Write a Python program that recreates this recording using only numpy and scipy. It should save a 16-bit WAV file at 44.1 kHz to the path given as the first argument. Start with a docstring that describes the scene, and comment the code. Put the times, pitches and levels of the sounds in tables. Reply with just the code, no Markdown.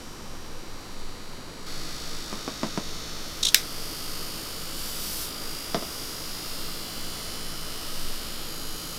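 """Small food stall: a cotton candy machine runs, heard in mono from four places in turn.
The head rubs nearly alike on every turn: a bright whirr with whistles and passing squeals.
A scoop knocks on a sugar tub, something crackles and snaps, sugar pours into the head, the scoop is put down.
The sugar load brakes the head; as it melts the head runs up again.
Behind: motor hum at turn multiples, mains hum, a rush of air and stall noise, a wobble below hearing."""
import sys
import numpy as np
from scipy import signal
from scipy.fft import rfft, irfft, next_fast_len
from scipy.io import wavfile
from scipy.ndimage import map_coordinates

SR = 44100
rng = np.random.default_rng(int(sys.argv[2]) if len(sys.argv) > 2 else 0)


def to_wav(s):
    """Save 16-bit WAV."""
    ch = np.atleast_2d(s).T  # columns
    pcm = np.round(np.clip(ch, -1, 1) * 32767)  # PCM
    wavfile.write(sys.argv[1], SR, pcm.astype(np.int16))


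N = 396018

# Listener path: time_s, place (0 away, 1 tubs, 2 over the bowl, 3 floss; fractions blend)
LISTENER_PATH = [(0, 0), (1.66, 0), (1.672, 1), (3.15, 1), (3.9, 2), (8.48, 2), (8.49, 3)]
# Whirr spectrum at each place: freq_hz, relative_density_db
WHIRR_AWAY = [(1180, -74), (2000, -13), (2830, -11), (3060, -8), (3550, -5.5), (3910, -1.5), (5730, -6),
              (6200, -5.5), (14400, -19), (16000, -26)]
WHIRR_TUBS = [(1180, -17.5), (2000, -13), (3140, -21.5), (3520, -5.5), (3810, -4.5), (4340, -6),
              (4690, -6.5), (5830, -7), (6310, -9), (7700, -15.5), (14300, -22), (16000, -30)]
WHIRR_BOWL = [(1180, -60), (2000, -9.5), (2460, -14), (2830, -1.5), (2960, -6), (3170, -5), (3910, -3),
              (5070, 2.5), (6140, -6.5), (7640, -6.5), (8260, -8.5), (8930, -5), (12700, -8), (14700, -9.5),
              (16000, -21)]
WHIRR_FLOSS = [(1180, -45), (2000, -32), (2980, -2.5), (3280, -14), (3940, -2), (4340, -4.5), (4770, 3.5),
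               (5930, -7), (6590, -5), (7190, -9), (12400, -6.5), (16000, -18)]
# Whirr level by place: level_db
WHIRR_PLACE_DB = [-48.5, -40.5, -38.5, -38.5]
# Steady whistles: turn_multiple
WHISTLE_ORDERS = [56, 72, 83, 91, 106]
# Whistles, before place gain: level_db
WHISTLE_DB = [-57, -54.5, -62.5, -55.5, -57]
# Whistle gain by place: gain_db
WHISTLE_PLACE_DB = [-5, -2, -3, -5]
# Passing squeals, before common gain: start_s, end_s, centre_turn_multiple, width_turn_multiples, level_db
SQUEALS = [(1.62, 3.4, 83, .25, -51), (3.5, 5.15, 91, .6, -49), (4.1, 5.15, 55.7, .45, -53),
           (5.25, 6.6, 91.35, .7, -44), (5.35, 6.5, 106, .3, -56), (5.9, 7.1, 87.2, .65, -52),
           (6.5, 8.45, 90.5, 1.3, -51), (6.5, 9.1, 75, .25, -51), (6.75, 8.5, 55, .4, -52),
           (8.45, 9.1, 85, .4, -52)]
# Empty head speed: time_s, turns_per_s
IDLE_SPEED = [(0, 54.03), (3.5, 53.8), (4.5, 53.98)]
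# Poured sugar spectrum: freq_hz, relative_density_db
SUGAR_SPECTRUM = [(1500, -19), (3000, -6.5), (5000, 2.5), (7000, -3.5), (12000, 0), (15500, -3)]
# Scoop on the plastic tub: start_s, direct_peak_db
TUB_KNOCKS = [(2.3283, -18), (2.4785, -15), (2.6325, -11), (2.776, -11.5)]
# Tub modes: freq_hz, width_hz, relative_db
TUB_MODES = [(213, 86, 28), (290, 99, 3), (480, 370, 10), (725, 120, -10), (930, 110, 9.5),
             (1360, 190, 3.5), (1860, 200, -9), (3860, 380, -23), (4640, 700, 2)]
# Scoop put down on the counter: start_s, direct_peak_db
COUNTER_KNOCKS = [(5.7453, -10.5), (5.824, -24)]
# Counter modes: freq_hz, width_hz, relative_db
COUNTER_MODES = [(189, 43, 5), (385, 170, -1.5), (634, 140, 1), (1240, 240, -6), (1870, 160, -12),
                 (2100, 230, -13.5), (3470, 940, -14), (5600, 740, -12.5)]
# Dry crackle, a run of contacts each: start_s, second_contact_peak_db (the first is lighter)
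CRACKLES = [(3.4295, -6.5), (3.4495, -7), (3.4662, -7.5), (3.4835, -10.5)]
# Crackle modes: freq_hz, width_hz, relative_db
CRACKLE_MODES = [(3080, 160, -8), (3670, 520, 8.5), (5500, 390, 4), (6230, 650, 2), (9600, 3000, -9.5),
                 (14000, 3000, -17)]
# Final snap, a run of contacts: start_s, second_contact_peak_db (the first is slightly louder)
SNAPS = [(3.5447, 3.5)]
# Snap modes: freq_hz, width_hz, relative_db
SNAP_MODES = [(1465, 180, -1), (2110, 350, 1.5), (3770, 580, 4.5), (5010, 300, 6), (5700, 450, 4),
              (7900, 1400, -3), (12700, 7600, -8.5)]
# Motor hum, before place gain: turn_multiple, level_db
HUM_TONES = [(1, -64), (2, -56.5), (3, -54), (4, -56.5), (5, -57.5), (6, -56.5), (8, -60), (23, -58.5)]
# Hum gain by place: gain_db
HUM_PLACE_DB = [-4, 0.7, 0.1, 2]
# Air and stall noise spectrum, away: freq_hz, relative_density_db
AIR_AWAY = [(25, -31), (42, -2.5), (165, -5.5), (190, -7), (231, -4), (384, -5.5), (427, -10), (483, -5),
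            (607, -13), (1050, -10.5), (1800, -16.5), (2800, -20.5), (3640, -26), (6160, -120)]
# The same at the three nearer places: freq_hz, relative_density_db
AIR_NEAR = [(25, -31), (42, 2), (112, -10), (134, -5), (167, -2.5), (189, -7), (213, -5), (240, -6),
            (328, -3.5), (396, -6.5), (432, -4.5), (861, -11.5), (1300, -7), (1690, -13), (2600, -14.5),
            (3380, -13), (5720, -120)]
# Air level by place: level_db
AIR_PLACE_DB = [-43.5, -42.5, -41.5, -42]

TIME_S = np.arange(N) / SR
CUTOFF_HZ = 15800
WHIRR_HISS_DB = -7.3  # never-repeating part, re the repeating rub
BOWL_ECHO_S, BOWL_ECHO_GAIN = .000886, .2
WHISTLE_WANDER_DB, HUM_WAVER_DB = 1.5, 1.5
SQUEAL_FADE_S, SQUEAL_GAIN_DB = 0.091, -1
LOADED_TURNS_PER_S, MELTED_TURNS_PER_S, FLOSS_TURNS_PER_S = 53.0, 55.15, 54.52
FILL_START_S, FILL_END_S, MELT_S = 4.7, 5.32, 1.2
# Renewal of the rubbing pattern: empty head, added by full load, added by full flow
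RENEW_EMPTY_PER_S, RENEW_LOADED_PER_S, RENEW_POURING_PER_S = 0.99, 1.83, 5.96
POUR_DB, POUR_SWELL_DB_PER_S, POUR_ATTACK_S, POUR_RELEASE_S = -32, 17, .1, .11
SCATTER_DELAY_S = 0.0022  # to the nearest surfaces and back
CRACKLE_GRIT_S, SNAP_GRIT_S = .009, .007
MAINS_HZ, MAINS_DB = 60, -55  # level before hum place gain


def whirr(turns, nearness, renewal_per_s, swell_db=1.0, double_swell_db=0.54, points_per_turn=800):
    """The head passes the same rough track every turn; the track gradually changes."""
    harmonics = rfft(rng.standard_normal((64, points_per_turn)))
    harmonics[:, WHISTLE_ORDERS] = 0  # these sound as whistles
    tracks = irfft(harmonics)
    wear = np.cumsum(renewal_per_s) / SR
    rub = rms_one(map_coordinates(tracks, [wear, turns * points_per_turn], order=3, mode="grid-wrap"))
    rub = rub + from_db(WHIRR_HISS_DB) * rng.standard_normal(N)
    # head slightly out of true: pressure swells once and twice a turn
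    angle_rad = 2 * np.pi * turns
    rub = rub * from_db(swell_db * np.cos(angle_rad) + double_swell_db * np.cos(2 * angle_rad))
    # bowl wall echo combs the treble into bands
    rub = rub + BOWL_ECHO_GAIN * np.interp(TIME_S - BOWL_ECHO_S, TIME_S, rub)
    spectra = [WHIRR_AWAY, WHIRR_TUBS, WHIRR_BOWL, WHIRR_FLOSS]
    out = 0
    for near, db, spectrum in zip(nearness, WHIRR_PLACE_DB, spectra):
        out = out + near * from_db(db) * coloured(rub, spectrum)
    return out


def whistles(turns, nearness, waver_rad=0.092):
    """A few turn multiples sing all the time, wandering a little in level and phase."""
    tones = 0
    for multiple, db in zip(WHISTLE_ORDERS, WHISTLE_DB):
        level = from_db(db + WHISTLE_WANDER_DB * drift(1.33))
        tones = tones + level * np.cos(2 * np.pi * multiple * turns + waver_rad * drift(6.6))
    return np.sqrt(2) * (from_db(WHISTLE_PLACE_DB) @ nearness) * tones


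def squeals(turns, waver_rad=0.098):
    """A resonance picks out nearby turn multiples: narrow sings steadily, wide chirps once a turn."""
    out = np.zeros(N)
    for start_s, end_s, centre, width, db in SQUEALS:
        level = from_db(SQUEAL_GAIN_DB + db) * gate(start_s, end_s, SQUEAL_FADE_S, SQUEAL_FADE_S)
        on = level > 0
        multiples = round(centre) + np.arange(-3, 4)
        weights = np.exp(-.5 * ((multiples - centre) / width) ** 2)
        phases_rad = 2 * np.pi * np.outer(multiples, turns[on]) + waver_rad * drift(4.7)[on]
        out[on] += level[on] * rms_one(weights @ np.sin(phases_rad))
    return out


def head_speed(load, at_floss):
    """Turns per s: load drags the head below its free speed; constant at the floss place."""
    free = np.where(TIME_S < FILL_END_S, in_time(IDLE_SPEED)[0], MELTED_TURNS_PER_S)
    speed = free + load * (LOADED_TURNS_PER_S - free)
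    return speed + at_floss * (FLOSS_TURNS_PER_S - speed)


def sugar():
    """Scoop flow (0-1) and head load (0-1), which builds ever faster, then melts away."""
    tipping = from_db(POUR_SWELL_DB_PER_S * np.minimum(TIME_S - FILL_END_S, 0))
    flow = tipping * gate(FILL_START_S, FILL_END_S, POUR_ATTACK_S, POUR_RELEASE_S)
    filled = np.clip((TIME_S - FILL_START_S) / (FILL_END_S - FILL_START_S), 0, 1) ** 2
    load = filled * np.exp(-np.maximum(TIME_S - FILL_END_S, 0) / MELT_S)
    return flow, load


def pour(flow, grains_per_s=7000, spread_db=2.0):
    """Sugar crystals of uneven size hit the spinning metal."""
    sizes = from_db(spread_db * rng.exponential(1, N)) * rng.choice([-1, 1], N)
    grains = sizes * (rng.random(N) < grains_per_s / SR)
    return from_db(POUR_DB) * flow * coloured(grains, SUGAR_SPECTRUM)


def contacts(events, gap_s, lead_db, fade_db, count):
    """A run of contacts per event: the first set apart by lead_db, the later ones fading."""
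    rows = []
    for start_s, db in events:
        for k in range(count):
            step_db = lead_db if k == 0 else -fade_db * (k - 1)
            rows.append((start_s + k * gap_s, db + step_db))
    return rows


def strikes(events, modes, low_hz, high_hz, scatter_db, t60_s, grit_t60_s=None):
    """Each contact, clean or gritty, rings the modes; near surfaces scatter it back as a dense tail."""
    # small bodies radiate no bass; the give of the contact dulls the top
    band = signal.butter(2, [low_hz, min(high_hz, CUTOFF_HZ)], "band", fs=SR, output="sos")
    out = np.zeros(N + SR)
    for start_s, db in events:
        force = dying_noise(grit_t60_s) if grit_t60_s else signal.unit_impulse(SR // 3)
        tail = np.pad(dying_noise(t60_s), (round(SCATTER_DELAY_S * SR), 0))[:len(force)]
        direct, scattered = signal.sosfilt(band, resonate(np.array([force, tail]), modes))
        # scatter_db: tail energy re direct
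        scattered = scattered * from_db(scatter_db) * np.linalg.norm(direct) / np.linalg.norm(scattered)
        start = round(start_s * SR)
        out[start:start + len(force)] += from_db(db) * (direct + scattered) / np.abs(direct).max()
    return out[:N]


def motor(turns, nearness):
    """Low turn multiples waver over a mains hum."""
    hum = 0
    for multiple, db in HUM_TONES:
        level = from_db(db + HUM_WAVER_DB * drift(2.17))
        hum = hum + level * np.sin(2 * np.pi * (round(multiple) * turns + rng.random()))
    mains = from_db(MAINS_DB) * np.sin(2 * np.pi * MAINS_HZ * TIME_S)
    return np.sqrt(2) * (from_db(HUM_PLACE_DB) @ nearness) * (hum + mains)


def air(nearness, wobble_low_hz=10.78, wobble_high_hz=14.93, wobble_db=-35.0):
    """Shaped noise as a rush, over narrow-band noise as a wobble below hearing."""
    white = rng.standard_normal(N)
    rush = nearness[0] * coloured(white, AIR_AWAY) + (1 - nearness[0]) * coloured(white, AIR_NEAR)
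    band = signal.butter(2, [wobble_low_hz, wobble_high_hz], "band", fs=SR, output="sos")
    wobble = rms_one(signal.sosfilt(band, rng.standard_normal(N + SR))[SR:])
    return (from_db(AIR_PLACE_DB) @ nearness) * rush + from_db(wobble_db) * wobble


def from_db(db):
    """Decibels to amplitude gain."""
    return 10 ** (np.asarray(db) / 20)


def rms_one(x):
    """Scale to unit rms."""
    return x / np.sqrt(np.mean(x ** 2) + 1e-20)


def in_time(rows):
    """One curve per column, joined by straight lines."""
    time_s, *columns = np.transpose(rows)
    return [np.interp(TIME_S, time_s, c) for c in columns]


def gate(start_s, end_s, attack_s, release_s):
    """Rise, hold and fall between two times."""
    return np.clip(np.minimum((TIME_S - start_s) / attack_s, (end_s - TIME_S) / release_s), 0, 1)


def drift(knots_per_s):
    """Smooth random curve, spread about 1."""
    knots = rng.standard_normal(N // 100)
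    return map_coordinates(knots, [TIME_S * knots_per_s], order=3, mode="grid-wrap")


def coloured(x, spectrum):
    """Filter a signal by a spectrum, silent outside its range; rms 1."""
    freq_hz, db = np.transpose(spectrum)
    size = next_fast_len(N)
    bins_hz = np.maximum(np.arange(size // 2 + 1) * SR / size, 1)
    gain = from_db(np.interp(np.log(bins_hz), np.log(freq_hz), db))
    gain = gain * (bins_hz >= freq_hz[0]) * (bins_hz <= freq_hz[-1])
    return rms_one(irfft(rfft(x, size) * gain, size)[:N])


def resonate(x, modes):
    """Parallel two-pole resonances, alternating in sign."""
    out = 0
    for k, (freq_hz, width_hz, db) in enumerate(modes):
        r = np.exp(-np.pi * width_hz / SR)
        top = (-1) ** k * from_db(db) * (1 - r * r) / 2
        poles = [1, -2 * r * np.cos(2 * np.pi * freq_hz / SR), r * r]
        out = out + signal.lfilter([top, 0, -top], poles, x + 1e-18)
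    return out


def dying_noise(t60_s):
    """Noise burst decaying 60 dB in t60_s; energy 1."""
    age_s = TIME_S[:SR // 3]
    burst = rng.standard_normal(len(age_s)) * from_db(-60 * age_s / t60_s)
    return burst / np.linalg.norm(burst)


def scene():
    """Machine and handling, the same in both channels."""
    place, = in_time(LISTENER_PATH)
    nearness = np.array([np.maximum(1 - np.abs(place - k), 0) for k in range(len(WHIRR_PLACE_DB))])
    flow, load = sugar()
    turns = np.cumsum(head_speed(load, nearness[-1])) / SR
    renewal_per_s = RENEW_EMPTY_PER_S + RENEW_LOADED_PER_S * load + RENEW_POURING_PER_S * flow
    head = whirr(turns, nearness, renewal_per_s) + whistles(turns, nearness) + squeals(turns)
    machine = head + motor(turns, nearness) + air(nearness) + pour(flow)
    tub = strikes(TUB_KNOCKS, TUB_MODES, low_hz=140, high_hz=6100, scatter_db=0.0, t60_s=0.14)
    counter = strikes(COUNTER_KNOCKS, COUNTER_MODES, low_hz=141, high_hz=5500, scatter_db=1.0, t60_s=0.17)
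    crackling = contacts(CRACKLES, gap_s=0.0032, lead_db=-5, fade_db=6.5, count=3)
    snapping = contacts(SNAPS, gap_s=.00085, lead_db=1, fade_db=4.5, count=3)
    crackle = strikes(crackling, CRACKLE_MODES, low_hz=2350, high_hz=14000,
                      scatter_db=-7.0, t60_s=0.092, grit_t60_s=CRACKLE_GRIT_S)
    snap = strikes(snapping, SNAP_MODES, low_hz=600, high_hz=14700,
                   scatter_db=-10.0, t60_s=0.21, grit_t60_s=SNAP_GRIT_S)
    return np.tile(machine + tub + counter + crackle + snap, (2, 1))


def record(dry):
    """The snap overloads the input, which clips; then the top is cut."""
    clipped = np.clip(dry, -1, 1)
    lowpass = signal.ellip(10, .1, 70, CUTOFF_HZ, fs=SR, output="sos")
    return signal.sosfilt(lowpass, clipped)


dry = scene()
out = record(dry)
to_wav(out)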